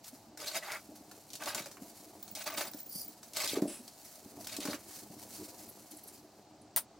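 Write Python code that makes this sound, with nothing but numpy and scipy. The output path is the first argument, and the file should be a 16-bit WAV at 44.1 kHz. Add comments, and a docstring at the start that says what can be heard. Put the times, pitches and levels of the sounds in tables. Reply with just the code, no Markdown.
"""In a shed, a roll of chicken wire is nudged, rolled and dropped on a mat; then its tie wire is snipped.
Stick-slip friction makes the mesh crackle, rasp and squeak with each shove, and snagged wires spring
free. Each landing is an impact that sets the hollow roll humming. Boots scuff and clothes rustle until
the handler stands still for the cut, a hard crack that rings the steel jaws. A thin, high trill and
faint chirps sound over a quiet outdoor background."""
import sys
import numpy as np
from scipy import signal
from scipy.fft import rfft, irfft
from scipy.io import wavfile
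from scipy.ndimage import uniform_filter1d

SR = 44100
rng = np.random.default_rng(int(sys.argv[2]) if len(sys.argv) > 2 else 0)


def output_pcm(signal):
    """Save a mono or channel-first signal as 16-bit PCM at the path in sys.argv[1].

    Samples are clipped to [-1, 1] before scaling.
    """
    pcm = np.clip(np.atleast_2d(signal).T, -1, 1) * 32767
    wavfile.write(sys.argv[1], SR, np.round(pcm).astype(np.int16))


N = 308343
TIME = np.arange(N) / SR
BAND_LIMIT_HZ = 16150

# spectrum of the whole roll rasping: f/Hz, level/dB
ROLL_SPECTRUM = [(150, -28), (300, -7), (440, -11.5), (600, 0), (850, -2.5), (1100, -3.5), (1400, -1),
                 (2300, -4.5), (3000, -7), (5000, -25)]
# the handler's movement: t/s, level of clothes/dB, level of boots on the mat/dB
MOVEMENT = [(0, -69.5, -67), (.15, -57.5, -66), (.33, -76, -57), (.8, -58, -67.5), (.92, -61.5, -56),
            (1.25, -61.5, -61), (1.85, -61, -57), (2.3, -58.5, -59), (3.18, -63, -63), (3.8, -58.5, -61),
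            (4.1, -56.5, -68), (4.4, -60.5, -53), (4.8, -55.5, -59.5), (5.3, -58.5, -52.5),
            (6.17, -58, -62.5), (6.21, -66.5, -62), (6.7, -84, -60.5)]


def amp(db):
    """Amplitude ratio of a level in decibels."""
    return 10 ** (np.asarray(db) / 20)


def unit(x):
    """Normalisation to rms 1."""
    return x / np.sqrt(np.mean(x ** 2) + 1e-20)


def spectrum_gain(spectrum, hz):
    """Magnitude response, interpolated in decibels over log frequency."""
    f, db = np.transpose(spectrum)
    return amp(np.interp(np.log(hz + 1), np.log(f), db))


def add(mix, s, sound):
    """Superposition of a sound from time s on."""
    part = mix[max(round(s * SR), 0):][:len(sound)]
    part += sound[:len(part)]


def tint(x, spectrum, size=4096):
    """Minimum-phase filter of the given spectral shape; it conserves the power of white input."""
    log_gain = np.log(spectrum_gain(spectrum, abs(np.fft.fftfreq(size, 1 / SR))))
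    taps = np.fft.ifft(np.exp(np.conj(signal.hilbert(log_gain)))).real[:size // 2]
    return signal.oaconvolve(x, taps / np.linalg.norm(taps))[:len(x)]


def decay(t, t60):
    """Exponential damping from t = 0, by 60 dB in t60 seconds."""
    return np.exp(-np.log(1000) * np.maximum(t, 0) / max(t60, 1e-3))


def grains(per_s, spread_db, size=N):
    """Shot noise: random impulses, most small and a few large."""
    strength = amp(spread_db * np.minimum(rng.exponential(1, size), 4))
    return unit(strength * rng.choice([-1, 1], size) * (rng.random(size) < per_s / SR))


def steady(x, size=1500):
    """Division by the running rms levels a texture and leaves its grain."""
    return x / np.sqrt(abs(uniform_filter1d(x ** 2, size)) + 1e-3)


def drift(size):
    """Low-pass noise of rms 1 that wanders over about size samples."""
    return unit(uniform_filter1d(uniform_filter1d(rng.standard_normal(N), size), size // 2))


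def lurch(depth_db, size):
    """Stick-slip motion as a log-normal fluctuation of gain."""
    return unit(amp(depth_db * drift(size)))


def stroke(length, swell, arch):
    """Envelope of a rub: it rises for the share swell of its length; arch below 1 rounds it."""
    progress = np.arange(0, length, 1 / SR) / length
    return np.interp(progress, [0, np.clip(swell, .05, .95), 1], [0, 1, 0]) ** arch


def resonate(x, modes):
    """Second-order resonances raise or lower narrow bands."""
    return x + sum((amp(db) - 1) * signal.lfilter(*signal.iirpeak(hz, hz / width, fs=SR), x)
                   for hz, width, db in modes)


def shifting_contacts(x, depth_db, frames, bins):
    """Changing contact points make brief resonances: a random gain over time and frequency."""
    spectra = signal.stft(x, nperseg=512)[2]
    field = uniform_filter1d(rng.standard_normal(spectra.shape), bins, axis=0)
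    field = uniform_filter1d(field, frames, axis=1)
    return signal.istft(spectra * unit(amp(depth_db * unit(field))), nperseg=512)[1][:N]


def movement_gain(column):
    """Amplitude envelope from one level column of the handler's movement."""
    rows = np.asarray(MOVEMENT)
    return amp(np.interp(TIME, rows[:, 0], rows[:, column]))


def shove_gain(column, attack_s=0.018):
    """Incoherent shoves add in power; each rises, holds while the roll slides, and dies away."""
    # t/s, duration/s, crackle level/dB, rasp level/dB, mat rumble level/dB
    shoves = [(0.384, 0.15, -48, -53.5, -74), (0.455, 0.015, -44.5, -69, -72),
              (0.536, 0.032, -38, -41, -55), (0.611, 0.15, -52.5, -51, -74),
              (1.395, 0.038, -51.5, -46.5, -58), (1.456, 0.044, -42, -42, -53),
              (1.507, 0.028, -55, -45.5, -66), (1.539, 0.064, -45.5, -45.5, -59),
              (1.613, 0.062, -56, -73, -75), (2.351, 0.071, -48.5, -54, -61),
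              (2.455, 0.017, -41.5, -39.5, -49.5), (2.486, 0.071, -53.5, -50.5, -57.5),
              (2.564, 0.048, -39.5, -42.5, -53), (2.632, 0.041, -48.5, -50, -56),
              (3.335, 0.035, -46.5, -59, -79), (3.357, 0.1, -39.5, -45, -58),
              (3.478, 0.048, -40, -54.5, -58), (3.539, 0.031, -48, -47, -50),
              (4.478, 0.064, -47.5, -56, -74), (4.599, 0.15, -49.5, -57, -57)]
    power, t = np.zeros(N), TIME[:SR]
    for row in shoves:
        s, length = row[:2]
        envelope = np.minimum(t / attack_s, 1) * decay(t - length, t60=0.13)
        add(power, s, (amp(row[column]) * envelope) ** 2)
    return np.sqrt(power)


def shed(x, wet_db, t60, size=16000):
    """Reverberation: direct sound and a tail of scattered reflections, at unchanged total power."""
    t = TIME[:size]
    tail = grains(4000, 0.86, size) * decay(t, t60) * (t > .002)
    response = amp(wet_db) * tail / np.linalg.norm(tail)
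    response[0] = 1
    return signal.oaconvolve(x, response / np.linalg.norm(response))[:N]


def side_reflections(mid, size=2500):
    """Shifting reflections reach the two microphones unequally and so form a side signal."""
    # stereo width in the shed: f/Hz, level of side relative to mid/dB
    width = [(40, -29), (130, -46), (330, -33), (450, -42), (700, -13), (1400, -17.5), (2200, -23),
             (2800, -14), (5500, -7), (8000, -8.5), (15000, -6.5)]
    scatter = grains(8000, 1, size) * decay(TIME[:size], t60=0.041)
    shifting = mid * unit(np.tanh(2 * drift(size=500)))
    reflected = signal.oaconvolve(shifting, scatter / np.linalg.norm(scatter))[:N]
    return irfft(rfft(reflected) * spectrum_gain(width, np.fft.rfftfreq(N, 1 / SR)), N)


def outdoors():
    """Ambient sound as stationary Gaussian noise, strongest at low frequencies."""
    # f/Hz, level/dB
    ambient_spectrum = [(25, -26.5), (60, -14), (100, -4.5), (160, -2), (280, -11.5), (450, -11.5),
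                        (680, 0), (840, -2.5), (1050, -11), (1800, -17.5), (3500, -20), (4300, -15),
                        (7700, -20), (9800, -30.5), (12000, -38), (16000, -33)]
    return amp(-63) * tint(rng.standard_normal(N), ambient_spectrum)


def trill(pip_s=0.012, pitch_arch=0.035):
    """A train of tone bursts, each arched in frequency, quickens and sinks in pitch."""
    # t/s, f/Hz, level/dB, interval between pips/s
    course = [(2.225, 15520, -40, .085), (2.31, 15520, -40, .078), (2.45, 15350, -39.5, .0297),
              (2.7, 15070, -40, .0297), (3.085, 14930, -42, .0315)]
    # standard deviation from pip to pip: t/s, relative frequency, level/dB
    pip_scatter = (.0015, .005, 2.0)
    when, hz, db, interval = np.transpose(course)
    sound, arch = np.zeros(N), np.hanning(round(pip_s * SR))
    s = when[0]
    while s < when[-1]:
        late, sharp, louder_db = rng.standard_normal(3) * pip_scatter
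        pitch = np.interp(s, when, hz) * (1 + pitch_arch * (arch - .8)) * (1 + sharp)
        pip = arch * np.sin(2 * np.pi * np.cumsum(pitch) / SR)
        add(sound, s + late, amp(np.interp(s, when, db) + louder_db) * pip)
        s += max(np.interp(s, when, interval), pip_s)
    return sound


def chirps(flutter=0.064):
    """Steep downward sweeps, made hoarse by random frequency modulation."""
    # t/s, duration/s, start f/Hz, end f/Hz, relative level/dB
    sweeps = [(5.686, 0.019, 15500, 9900, -50.5), (5.909, 0.0098, 15800, 7540, -50.5),
              (5.967, 0.011, 15500, 6800, -51), (6.035, 0.0073, 16100, 10100, -50),
              (6.072, 0.018, 14500, 7900, -50.5), (6.614, 0.0097, 11500, 8300, -62)]
    sound = np.zeros(N)
    for s, length, start_hz, end_hz, db in sweeps:
        glide = 1 / np.linspace(1 / start_hz, 1 / end_hz, round(length * SR))
        pitch = glide * (1 + flutter * drift(size=12)[:len(glide)])
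        tone = np.sin(2 * np.pi * np.cumsum(pitch) / SR)
        add(sound, s, amp(db + 4) * signal.windows.tukey(len(tone), .5) * tone)
    return sound


def clothes():
    """Friction noise of fabric swells as a leg or a sleeve swings past."""
    # t/s, duration/s, level/dB
    swishes = [(0.045, 0.063, -51.5), (0.951, 0.023, -55), (1.874, 0.039, -54.5), (1.963, 0.055, -58),
               (2.77, 0.05, -56), (3.022, 0.13, -61.5), (3.237, 0.095, -58.5), (4.048, 0.051, -55),
               (4.389, 0.082, -55), (4.888, 0.14, -55), (5.182, 0.08, -57.5), (5.279, 0.24, -51.5),
               (5.568, 0.13, -58)]
    # f/Hz, level/dB
    fabric_spectrum = [(400, -6.5), (700, -2.5), (1200, -3.5), (2000, -3.5), (3600, -4), (4200, 2.5),
                       (7000, 3), (11000, 1.5), (16000, -1)]
    rubbing = movement_gain(column=1)
    for s, length, db in swishes:
        add(rubbing, s, amp(db) * stroke(length, swell=0.35, arch=0.44))
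    rubbing = uniform_filter1d(rubbing, size=900) * lurch(depth_db=2.2, size=900)
    return tint(steady(grains(3200, 1.9)), fabric_spectrum) * rubbing


def scuffs(rise=0.0603, jitter=0.0546):
    """A boot or the roll's end rubs the mat: periodic stick-slip, faster with the push, amid noise."""
    # t/s, duration/s, level/dB, share of the duration spent swelling, slip rate/Hz
    rubs = [(0.628, 0.175, -44, 0.6, 694), (2.878, 0.19, -44, 0.59, 4760),
            (3.672, 0.15, -46.5, 0.075, 2640)]
    # one spectrum for each rub: f/Hz, level/dB
    rub_spectra = [
        [(500, -24), (900, -1), (1400, 4.5), (2300, 5.5), (2900, -16), (5000, -24), (16000, -22)],
        [(3800, -22), (4600, -1), (5500, -3), (7500, -10.5), (10500, -1), (14000, -2.5), (16000, -21)],
        [(1000, -10.5), (2600, -9.5), (6800, -10), (8200, -1.5), (9200, -4.5), (10400, 0), (11200, -14),
         (16000, -21)],
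    ]
    sound = np.zeros(N)
    for (s, length, db, swell, slip_hz), spectrum in zip(rubs, rub_spectra):
        push = stroke(length, swell, arch=0.72)
        size = len(push)
        rate = slip_hz * (1 + rise * (push - push.mean()) + jitter * drift(size=60)[:size])
        phase = 2 * np.pi * np.cumsum(rate) / SR
        ridges = sum(np.cos(k * phase) for k in range(1, int(BAND_LIMIT_HZ / slip_hz) + 1))
        envelope = push * lurch(depth_db=2.0, size=300)[:size]
        friction = unit(grains(12000, 2.2, size) + amp(-6.5) * unit(ridges))
        add(sound, s, amp(db) * tint(envelope * friction, spectrum))
    return shed(sound, wet_db=-8, t60=0.069)


def mat_rumble():
    """Sliding friction: boots and the roll drag over the mat in low, uneven lumps."""
    # f/Hz, level/dB
    mat_spectrum = [(25, -35), (60, -13), (100, -7), (150, -11.5), (210, -1), (300, 0.5), (370, -4.5),
                    (460, -10.5), (650, -7), (1000, -18), (2500, -46)]
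    lumps = shed(tint(grains(300, 2.7), mat_spectrum), wet_db=-2.5, t60=0.21)
    rumble = shifting_contacts(steady(unit(lumps), size=6000), depth_db=3, frames=6, bins=2)
    drag = np.hypot(movement_gain(column=2), shove_gain(column=4))
    return rumble * lurch(depth_db=1.7, size=1500) * drag


def thuds(hollow_hz=294, low_cut_hz=130):
    """The mat cushions each impact to a smooth pulse; the hollow roll hums on and its layers shudder."""
    # the roll or a boot lands: t/s, level/dB, f/Hz, half the contact time/s
    landings = [(0.137, -45.5, 252, .008), (.893, -41.5, 290, 0.0026), (1.01, -47, 283, 0.0034),
                (1.607, -43, 169, 0.0037), (1.672, -42.5, 565, .006), (1.822, -39.5, 241, 0.0044),
                (2.748, -39, 288, .0035), (2.96, -42.5, 186, .005), (3.535, -28.5, 368, 0.0016),
                (3.5749, -22, 387, .003), (3.6242, -17, 285, .0022), (3.6583, -27, 293, 0.0031),
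                (3.708, -38, 323, .005), (3.807, -43.5, 235, .011), (4.262, -42, 257, 0.00336),
                (4.378, -42, 320, 0.0061), (4.589, -32.5, 305, 0.0037), (4.655, -31.5, 292, 0.0025),
                (4.6863, -24.5, 280, 0.0018), (4.743, -38.5, 308, 0.0059), (5.105, -41, 160, 0.0036)]
    # layers shaking against each other: f/Hz, level/dB
    shudder_spectrum = [(30, -47), (120, -18.5), (230, 1.5), (350, 2), (470, -5.5), (600, 0), (900, -18),
                        (2000, -39.5)]
    blows, shudder, t = np.zeros(N), np.zeros(N), TIME[:SR // 4]
    centre = t[-1] / 2
    for s, db, hz, contact in landings:
        pulse = np.exp(-((t - centre) / contact) ** 2) * np.cos(2 * np.pi * hz * (t - centre))
        hum = np.minimum(t * hz, 1) * decay(t, t60=0.2) * np.cos(2 * np.pi * hollow_hz * t)
        add(blows, s - centre, -amp(db) * pulse)
        add(blows, s, -amp(db - 18) * hum)
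        add(shudder, s - contact, amp(db - 15) * grains(1500, 0.41, len(t)) * decay(t, t60=0.22))
    blows = signal.sosfilt(signal.butter(2, low_cut_hz, "high", fs=SR, output="sos"), blows)
    return shed(blows, wet_db=-8, t60=0.22) + tint(shudder, shudder_spectrum)


def squeaks(relative_width=0.16):
    """Resonance: quick slips of one wire along another excite a short stretch in a narrow band."""
    # t/s, duration/s, f/Hz, level/dB
    scrapes = [(0.465, 0.044, 4270, -39.5), (0.508, 0.017, 4370, -45), (0.622, .024, 1850, -45),
               (0.665, 0.055, 844, -46), (3.485, 0.021, 3630, -37)]
    sound, edge = np.zeros(N), 1 + relative_width / 2
    for s, length, hz, db in scrapes:
        push = stroke(length, swell=0.33, arch=1)
        band = signal.butter(2, [hz / edge, hz * edge], "band", fs=SR, output="sos")
        ringing = signal.sosfilt(band, grains(5400, 0.73, len(push)))
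        add(sound, s, amp(db) * push * unit(ringing))
    return sound


def catches(size=6000):
    """A snagged wire releases its elastic energy in a tick; its neighbours patter as they settle."""
    # t/s, level/dB, relative level of the roll's rasp/dB
    snags = [(0.042, -36.5, -42), (0.373, -35, -3.5), (0.477, -29, -29), (0.718, -26, -13),
             (1.1126, -38.5, -5), (1.3023, -37.5, -28), (1.332, -29.5, -33), (1.353, -29.5, -31),
             (1.435, -29.5, -21), (1.4571, -26, -16), (1.5461, -21.5, -7.5), (1.6574, -37, 0),
             (1.713, -36.5, -8.5), (1.769, -50, 9), (2.2267, -38.5, -8), (2.2779, -37.5, -13),
             (2.3507, -25, -28), (2.4642, -31.5, -0.5), (2.574, -27, -23), (2.607, -31, 8.5),
             (2.735, -36, -7), (3.2294, -39, -9.5), (3.3336, -32.5, -20), (3.3688, -23, -21),
             (3.444, -23, -21), (3.4752, -22.5, -40), (3.618, -32.5, -5), (3.8775, -35, -15),
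             (4.444, -35, -13), (4.4698, -26.5, -13), (4.5646, -25.5, -23), (4.603, -28, -29),
             (4.6528, -26, -6), (4.674, -37.5, 8), (4.7308, -39, 11.5), (4.908, -38.5, -6)]
    # f/Hz, level/dB
    tick_spectrum = [(1500, -12.5), (3000, -2), (4500, 2.5), (7000, 1.0), (11000, -5.5), (16000, -8.5)]
    ticks, rasp = np.zeros(N), np.zeros(N)
    for s, db, rasp_db in snags:
        patter = grains(5000, 2.6, size) * decay(TIME[:size], t60=0.054) * amp(-8.5)
        patter[0] = amp(1.5)  # the release itself
        add(ticks, s + .0008, amp(db) * patter)
        add(rasp, s + .0008, amp(db + rasp_db) * patter)
    sound = amp(-0.5) * tint(ticks, tick_spectrum) + tint(rasp, ROLL_SPECTRUM)
    return shed(sound, wet_db=-4.5, t60=0.2)


def slips(per_s, low_hz, high_hz, t60, ring, wires=300, size=1200):
    """Wire crossings slip at random; each impulse rings a length of wire at its natural frequency."""
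    t, clicks = TIME[:size], grains(per_s, spread_db=2.0)
    pings = np.sin(2 * np.pi * np.geomspace(low_hz, high_hz, wires)[:, None] * t) * decay(t, t60)
    pings *= ring / np.linalg.norm(pings, axis=1, keepdims=True)
    wire, sound = rng.integers(0, wires, N), np.pad(clicks, (0, size))
    for at in np.flatnonzero(clicks):
        sound[at:at + size] += clicks[at] * pings[wire[at]]
    return steady(sound[:N])


def mesh():
    """Stick-slip friction: with each shove the wires crackle and the layers of the roll rasp together."""
    # f/Hz, level/dB
    wire_spectrum = [(900, -28), (2200, 0), (3300, -5), (4300, 0.5), (6000, -1), (9000, -4), (12500, -5),
                     (16000, -7)]
    # loose wire ends ring along: f/Hz, bandwidth/Hz, gain/dB
    loose_end_modes = [(3710, 56, 7)]
    crackle = tint(slips(per_s=3000, low_hz=2970, high_hz=14170, t60=0.0072, ring=0.61), wire_spectrum)
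    rasp = tint(slips(per_s=1700, low_hz=558, high_hz=2775, t60=0.037, ring=0.34), ROLL_SPECTRUM)
    sound = unit(crackle) * amp(1.7) * shove_gain(column=2)
    sound += unit(rasp) * amp(1.83) * shove_gain(column=3)
    sound = shifting_contacts(sound, depth_db=2, frames=3, bins=6) * lurch(depth_db=2.1, size=300)
    return shed(resonate(sound, loose_end_modes), wet_db=-4.5, t60=0.039)


def snip(size=10000):
    """Fracture of the wire is one impulse; the jaws ring in damped modes and the freed ends rattle."""
    # t/s, crack level/dB, rattle level/dB, rattle duration/s, rattle t60/s
    cut = (6.7627, -0.5, -28, 0.016, 0.097)
    # steel jaws ringing, and last a brief bright burst that thickens the crack: f/Hz, level/dB, t60/s
    snip_modes = [(598, -46.5, 0.11), (905, -41, 0.13), (1990, -40, 0.074), (9590, -40, 0.092),
                  (13920, -37, .09), (15200, -9, 0.0041)]
    # freed ends on the mesh, and the crack: f/Hz, level/dB
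    rattle_spectrum = [(200, -11), (450, -20), (700, -5), (1400, -5.5), (3000, -9.5), (5000, -6.5),
                       (7000, -9.5), (9300, 4.5), (11800, -4.5), (14200, 0.5), (16000, -4)]
    crack_spectrum = [(500, -29), (5000, -7), (9000, -7), (13000, 1), (16000, 7.0)]
    s, crack_db, rattle_db, length, rattle_t60 = cut
    t, sound = TIME[:size], np.zeros(N)
    crack = amp(crack_db) * tint(signal.unit_impulse(size), crack_spectrum)
    collisions = grains(9000, 1.8, size) * decay(t - length, rattle_t60)
    rattle = amp(rattle_db) * tint(collisions, rattle_spectrum)
    ring = sum(amp(db) * decay(t, t60) * np.sin(2 * np.pi * hz * t) for hz, db, t60 in snip_modes)
    add(sound, s, crack + rattle + ring)
    return sound


def scene():
    """Mid-side stereo: the sources superpose near the centre; reflections and ambience give width."""
    # resonances of the shed: f/Hz, bandwidth/Hz, gain/dB
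    room_modes = [(241, 17, 1.5), (353, 6.6, -0.5)]
    background, all_round = outdoors(), outdoors()
    cut = snip()
    roll = mesh() + catches() + squeaks() + thuds()
    handling = mat_rumble() + shed(clothes(), wet_db=-8, t60=0.069) + scuffs()
    chirping = shed(trill() + chirps(), wet_db=-6.5, t60=0.15)
    mid = resonate(background + chirping + handling + roll + cut, room_modes)
    side = side_reflections(mid) + amp(-12.5) * all_round
    side += (amp(0.5) - 1) * cut  # the cutters are held a little to the left
    return np.array([mid + side, mid - side])


def record(dry):
    """A linear-phase low-pass filter limits the bandwidth."""
    taps = signal.firwin(401, BAND_LIMIT_HZ, window=("kaiser", 8), fs=SR)
    return signal.oaconvolve(dry, taps[None], "same")


dry = scene()
out = record(dry)
output_pcm(out)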